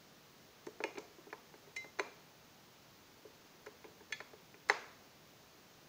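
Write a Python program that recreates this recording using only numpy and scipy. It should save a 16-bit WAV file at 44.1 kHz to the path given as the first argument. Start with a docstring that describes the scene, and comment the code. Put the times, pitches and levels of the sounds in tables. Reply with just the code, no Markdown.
"""Over quiet room rumble and microphone hiss, a faint nudge, then short hollow cracks close to the microphone:
batteries are pressed one by one into the compartment of an upturned plastic toy car, and the last snaps home.
Each contact is a sharp push with grit, chatter and the shell's dying modes, set to a level in each register.
Steel cans clink (short modes), terminals scrape (noise bursts) and pluck the contact springs (longer modes).
A small room answers with a decaying noise tail; a faint hum and a thin whine lie in the background."""
import sys
import numpy as np
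from scipy import signal
from scipy.fft import rfft, irfft
from scipy.io import wavfile

SR = 44100
rng = np.random.default_rng(int(sys.argv[2]) if len(sys.argv) > 2 else 0)


def put_to_file(sound):
    """Save the sound as 16-bit audio at rate SR, in the file named by the first command-line argument."""
    columns = np.atleast_2d(sound).T  # one column per channel
    safe = np.clip(columns, -1, 1)
    whole_steps = np.round(safe * 32767)
    wavfile.write(sys.argv[1], SR, whole_steps.astype(np.int16))


N = 259608
RING_TIME = np.arange(SR // 3) / SR  # time axis of one contact, s
LEVEL_SPAN = round(0.03 * SR)  # contact levels hold for their first 30 ms, in samples
SLIDE_S = 0.002  # sliding time of a middling blow, s

# borders of the registers of a blow, thump, hollow, clack, clink, click, fizz: (border [Hz])
REGISTER_EDGES_HZ = [200, 550, 1300, 2050, 3000, 7000, 14000]


def amp(db):
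    """Decibels to gain."""
    return 10 ** (np.asarray(db) / 20)


def read(points, hz):
    """Reads a table along a log-frequency axis."""
    f, value = np.transpose(points)
    return np.interp(np.log(hz + 1), np.log(f + 1), value)


def add(mix, s, sound):
    """Mixes a sound in at time s."""
    part = mix[round(s * SR):][:len(sound)]
    part += sound[:len(part)]


def coloured(x, points, size=4096):
    """Causal minimum-phase filter with the given (frequency [Hz], gain [dB]) curve, so attacks stay sharp."""
    log_gain = np.log(amp(read(points, abs(np.fft.fftfreq(size, 1 / SR)))))
    minimum_phase = np.exp(np.conj(signal.hilbert(log_gain)))
    taps = np.fft.ifft(minimum_phase).real
    return signal.fftconvolve(x, taps[:size // 2])[:len(x)]


def highpassed(x, hz):
    """Second-order high-pass: takes away the sound below hz."""
    return signal.lfilter(*signal.butter(2, hz, "high", fs=SR), x)


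def ring(modes, weights, detune, rise_cycles):
    """Dying sines; each needs part of a cycle to build up, so low modes come late."""
    hz, db, t60 = np.transpose(modes)[:, :, None]
    cycles = hz * detune * RING_TIME
    build_up = 1 - np.exp(-cycles / rise_cycles)
    envelope = amp(db - 60 * RING_TIME / t60) * build_up
    return weights @ (envelope * np.sin(2 * np.pi * cycles))


def struck_spot(modes, spot_db):
    """The spot that is struck decides how strongly, and which way, each mode moves."""
    signs = rng.choice([-1, 1], len(modes))
    return signs * amp(spot_db * rng.standard_normal(len(modes)))


def sliding(slide):
    """Envelope of a slide: swells to its peak at the sliding time, then fades."""
    travel = RING_TIME / slide
    return travel * np.exp(1 - travel)


def levelled(sound, db):
    """Sets the rms level of a sound's first 30 ms."""
    return amp(db) * sound / np.sqrt(np.mean(sound[:LEVEL_SPAN] ** 2))


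def register_centres():
    """Geometric centre of each register, in Hz."""
    edges = np.array(REGISTER_EDGES_HZ)
    return np.sqrt(edges[1:] * edges[:-1])


def registers(db, contact_hz, weight_db, whole_shell_hz=830):
    """Shares a blow's level among the registers: a soft contact loses the treble, a weighty one gains thump."""
    # how well the shell radiates: (frequency [Hz], gain [dB])
    radiation = [(330, 3), (850, 0.5), (1650, 2), (2500, -0.5), (4600, 2), (9900, -5.5)]
    hz = register_centres()
    softness_db = 10 * np.log10(1 + (hz / contact_hz) ** 4)
    # at low frequencies the shell moves as one, so weight adds its thump there
    thump_db = weight_db / (1 + (hz / whole_shell_hz) ** 2)
    shape = read(radiation, hz) - softness_db + thump_db
    return db + shape - 20 * np.log10(np.linalg.norm(amp(shape)))


def voiced(blow, register_db, size=4096):
    """Gives a blow the weight and brightness of its contact, register by register."""
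    edge_bins = np.array(REGISTER_EDGES_HZ) * size // SR
    for _ in range(3):  # the registers overlap in the filter, so approach the levels in steps
        power = 2 * abs(rfft(blow[:LEVEL_SPAN], size)) ** 2 / (LEVEL_SPAN * size)
        own_db = 10 * np.log10(np.add.reduceat(power, edge_bins)[:-1])
        blow = coloured(blow, np.c_[register_centres(), register_db - own_db])
    return blow


def contacts(slide_at_db=-51, slide_halves_db=26.5):
    """Every blow on the shell, cell or fingertip: (time [s], register levels [dB], sliding time [s])."""
    # a cell knocks against the plastic:
    # (time [s], level [dB], hardness as cut-off of the contact [Hz], weight on the whole shell [dB])
    knock_table = [(0.6686, -46, 2400, 19.5), (0.804, -44.5, 1270, 4), (0.8386, -38.5, 1180, -1),
                   (0.955, -57, 900, 4), (0.973, -50, 700, -10), (0.9801, -47.5, 1200, 8),
                   (0.9844, -52.5, 2200, 14), (1.328, -47, 1250, -12), (1.5402, -58.5, 2400, 8),
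                   (1.7638, -60.5, 1200, -16), (1.8445, -56.5, 1070, -10), (1.9883, -48, 3600, 4.5),
                   (1.9958, -36, 1740, -7), (3.6626, -58, 1700, -8), (3.668, -51.5, 1600, 3),
                   (3.8431, -55, 1200, 5.5), (3.848, -55, 1000, 14), (4.0057, -60.5, 1400, 4),
                   (4.104, -60, 2500, 11), (4.124, -46.5, 2100, -43), (4.2037, -49, 1260, -21.5),
                   (4.334, -56.5, 1400, 10), (4.543, -62, 2000, 2), (4.69, -52, 1700, -10),
                   (4.6981, -27.5, 1450, -21)]
    # the hands nudge the toy: (time [s], level [dB])
    bump_table = [(0.4852, -64), (1.184, -60.5), (1.2693, -55), (1.673, -62), (3.25, -54.5)]
    # a fingertip is soft and moves the whole shell
    bump_hz, bump_weight_db = 750, 12
    blows = list(knock_table) + [(s, db, bump_hz, bump_weight_db) for s, db in bump_table]
    events = []
    for s, db, hz, weight_db in blows:
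        # stronger blows are quicker: the sliding time halves every slide_halves_db
        slide = SLIDE_S * 0.5 ** ((db - slide_at_db) / slide_halves_db)
        events.append((s, registers(db, hz, weight_db), slide))
    return events


def knocks(chatter_db=-25, shell_db=-29, chatter_t60=0.016, buzz_db=-37, buzz_t60=0.07, grit_db=-11, grit_hz=3400,
           push_hz=3400, spot_db=3.7, spread=0.0097, small_body_hz=240, snap=0.76):
    """Each contact: one sharp push, grit while the cell slides, a brief chatter in its bay, and the ringing shell."""
    # modes of the plastic shell, before each blow's slight detuning:
    # (frequency [Hz], relative level [dB], decay t60 [s])
    shell_modes = [(322, -12, 0.17), (374, 0.5, 0.058), (420.7, 1.5, 0.1), (469.5, -11, 0.25),
                   (550, -4.5, 0.1), (604, -5.5, 0.06), (801, -1, 0.047), (902, 1, 0.069),
                   (1017, -1, 0.087), (1166, -14, 0.21), (1332, -3.5, 0.066), (1565, -7, 0.047),
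                   (1695, 5, 0.046), (1930, -17, 0.023), (2600, -7, 0.021), (2980, -2, 0.027),
                   (3940, -17, 0.0093), (4160, 13, .015), (6260, 8, 0.023), (6300, 9, 0.062)]
    # colour of the crack at the point of contact, before voicing: (frequency [Hz], gain [dB])
    crack_colour = [(100, -46), (230, -27), (380, -10.5), (550, -12), (750, -7), (1150, -5), (1650, 4),
                    (2200, 9), (3000, -16.5), (4200, -8), (6400, -11), (8200, -20), (15000, -38)]
    out = np.zeros(N)
    push = signal.lfilter(*signal.butter(2, push_hz, fs=SR), signal.unit_impulse(len(RING_TIME)))
    # the cell bounces for a moment; loose plastic parts buzz a little longer
    chatter = amp(chatter_db - 60 * RING_TIME / chatter_t60) + amp(buzz_db - 60 * RING_TIME / buzz_t60)
    for s, register_db, slide in contacts():
        bounces, grains = rng.standard_normal((2, len(RING_TIME)))
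        # metal sliding on plastic fizzes while the contact moves
        grit = highpassed(grains * sliding(slide), grit_hz)
        weights = struck_spot(shell_modes, spot_db)
        shell = ring(shell_modes, weights, 1 + spread * rng.standard_normal(), rise_cycles=0.4)
        # the quicker the blow, the more of it goes into the first push
        first_push = (SLIDE_S / slide) ** snap * push
        crack = coloured(first_push + chatter * bounces + amp(grit_db) * grit, crack_colour)
        blow = crack + amp(shell_db) * shell / np.sqrt(len(shell_modes))
        # so small a body radiates little bass
        add(out, s, voiced(highpassed(blow, small_body_hz), register_db))
    return out


def clinks(spot_db=2, spread=0.013):
    """A cell's can rings briefly, a little differently wherever it is held and struck."""
    # a steel can clinks against metal: (time [s], level [dB])
    clink_table = [(0.8388, -42.5), (0.955, -64), (0.973, -57.5), (0.9801, -54.5), (1.303, -68),
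                   (1.7638, -51.5), (1.996, -43.5), (3.668, -69), (3.8431, -64), (4.1243, -44.5),
                   (4.543, -66), (4.6985, -61)]
    # modes of the can damped by the fingers, before each clink's slight detuning:
    # (frequency [Hz], relative level [dB], decay t60 [s])
    can_modes = [(2157, -0.5, 0.036), (2347, 4, 0.019), (2464, -3, 0.042), (2814, -4.5, 0.028),
                 (3410, -12, 0.027), (3790, -13.5, 0.034), (4150, -14, 0.037)]
    out = np.zeros(N)
    for s, db in clink_table:
        weights = struck_spot(can_modes, spot_db)
        can = ring(can_modes, weights, 1 + spread * rng.standard_normal(), rise_cycles=0.62)
        add(out, s, levelled(can, db))
    return out


def scrapes(uneven_db=4):
    """A terminal drags over its contact in a short run of tiny, uneven slips."""
    # a terminal scrapes: (time [s], level [dB], sliding time [s])
    scrape_table = [(0.665, -64.5, 0.0019), (0.8386, -55, 0.00079), (0.9835, -59.5, 0.0014),
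                    (1.7612, -55, 0.0041), (1.997, -57, 0.00083), (3.6626, -69, 0.001),
                    (4.1225, -57.5, 0.002), (4.687, -55.5, 0.0032), (4.6981, -51, 0.0024)]
    # steel scraping on steel: (frequency [Hz], gain [dB])
    scrape_colour = [(300, -37), (1500, -3), (3000, -4.5), (4500, -1), (6400, 0.5), (8200, -10.5),
                     (10500, -14), (15000, -25)]
    out = np.zeros(N)
    for s, db, slide in scrape_table:
        slips, sizes = rng.standard_normal((2, len(RING_TIME)))
        drag = slips * amp(uneven_db * sizes) * sliding(slide)
        add(out, s, levelled(coloured(drag, scrape_colour), db))
    return out


def springs(stop_t60=0.073, tuning=0.99):
    """A cell slips off a contact spring, which rings until it is touched again."""
    # one pluck for each spring: (time [s], level [dB], time until the battery stops it [s])
    pluck_table = [(0.8388, -45.5, 0.055), (1.7644, -38.5, 0.082), (4.1242, -33.5, 0.18)]
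    # modes of the three springs, before tuning: (frequency [Hz], relative level [dB], decay t60 [s])
    spring_modes = [
        [(2180, -8, 0.27), (2420, -6, 0.37), (2850, -2, 0.15), (2950, -10, 0.27), (5200, -19, 0.13),
         (5900, -17, 0.087)],
        [(2100, 1, 0.3), (2150, -11, .06), (3000, -18, .15), (3990, -16, 0.44), (5389, -23, 0.12),
         (6700, -18, 0.1)],
        [(1750, -2, 0.086), (2070, -16, 0.19), (2433, -9, 0.087), (3370, -8.5, 0.098), (3440, -17, 0.2),
         (3630, -21, 0.2), (4000, -18, 0.12), (4400, -16, 0.092), (6240, -39, 0.18)],
    ]
    out = np.zeros(N)
    for (s, db, free), modes in zip(pluck_table, spring_modes):
        stopped = amp(-60 * np.maximum(RING_TIME - free, 0) / stop_t60)
        add(out, s, amp(db) * stopped * ring(modes, np.ones(len(modes)), tuning, rise_cycles=0.91))
    return out


def paired(x):
    """Near sounds are almost mono, with a little width in the treble."""
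    # stereo width of near sounds: (frequency [Hz], side minus mid [dB])
    width = [(100, -42), (2800, -42), (4400, -10), (8000, -7), (15000, -16)]
    side_gain = amp(read(width, np.fft.rfftfreq(N, 1 / SR)))
    side = irfft(1j * rfft(x) * side_gain, N)  # a quarter cycle away from the mid
    return np.array([x + side, x - side])


def radiated(small_body_hz=340):
    """What the room gathers from all sides of the toy: the same blows, with single resonances evened out."""
    out = np.zeros(N)
    push = highpassed(signal.unit_impulse(SR // 20), small_body_hz)
    for s, register_db, _ in contacts():
        add(out, s, voiced(push, register_db))
    return out


def room(x, build_up_s=0.0045):
    """Dense reflections of random sign, each band dying at its own speed."""
    # decay of the room: (frequency [Hz], t60 [s])
    room_t60 = [(200, 0.28), (500, 0.66), (1500, 0.65), (5000, 0.5), (9000, 0.63)]
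    # colour of the room: (frequency [Hz], gain [dB])
    room_colour = [(150, -13.5), (280, -0.5), (400, 6), (560, 2), (900, 5), (1500, -2.5), (2200, 3),
                   (3100, 1), (4400, 11), (6400, 11.5), (8200, 6), (14000, -4)]
    hz, t, bands = signal.stft(rng.standard_normal(SR), SR, nperseg=256)
    decay = amp(-60 * t / read(room_t60, hz)[:, None])
    tail = signal.istft(bands * decay, SR, nperseg=256)[1]
    tail *= 1 - np.exp(-(np.arange(len(tail)) / SR / build_up_s) ** 2)
    return signal.fftconvolve(x, coloured(tail / np.linalg.norm(tail), room_colour))[:N]


def background(air_db=-61.5, hum_hz=149.0, hum_db=-83, whine_hz=6449, whine_db=-89, overtone_db=-97):
    """Steady room rumble and microphone hiss, with a faint hum and a thin electrical whine; levels are rms."""
    # spectrum of rumble and hiss: (frequency [Hz], relative density [dB per Hz])
    air_colour = [(25, -15.5), (45, -14), (75, -5.5), (150, 0.0), (400, -3), (800, -6.5), (2000, -11),
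                  (3300, -12.5), (4400, -12.5), (6500, -14.5), (8200, -26), (13800, -25.5), (14800, -13.5),
                  (15700, -18)]
    air_gain = amp(read(air_colour, np.fft.rfftfreq(N, 1 / SR)))
    air = irfft(rfft(rng.standard_normal(N)) * air_gain, N)
    t = np.arange(N) / SR
    lines = [(hum_hz, hum_db), (whine_hz, whine_db), (2 * whine_hz, overtone_db)]
    tones = sum(np.sqrt(2) * amp(db) * np.sin(2 * np.pi * hz * t) for hz, db in lines)
    return amp(air_db) * air / air.std() + tones


def scene(shell_room_db=-13.5, spring_room_db=-19, cell_room_db=-15):
    """The toy close by, its echo in the room, and the background."""
    steel = springs()
    cells = clinks() + scrapes()
    near = paired(knocks() + steel + cells)
    sent = amp(shell_room_db) * radiated() + amp(spring_room_db) * steel + amp(cell_room_db) * cells
    return near + room(sent) + background()


def record(dry, cutoff_hz=15700):
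    """The recorder's band limit: a steep low-pass."""
    lowpass = signal.firwin(511, cutoff_hz, window=("kaiser", 9), fs=SR)
    return signal.oaconvolve(dry, lowpass[None], "same")


dry = scene()
out = record(dry)
put_to_file(out)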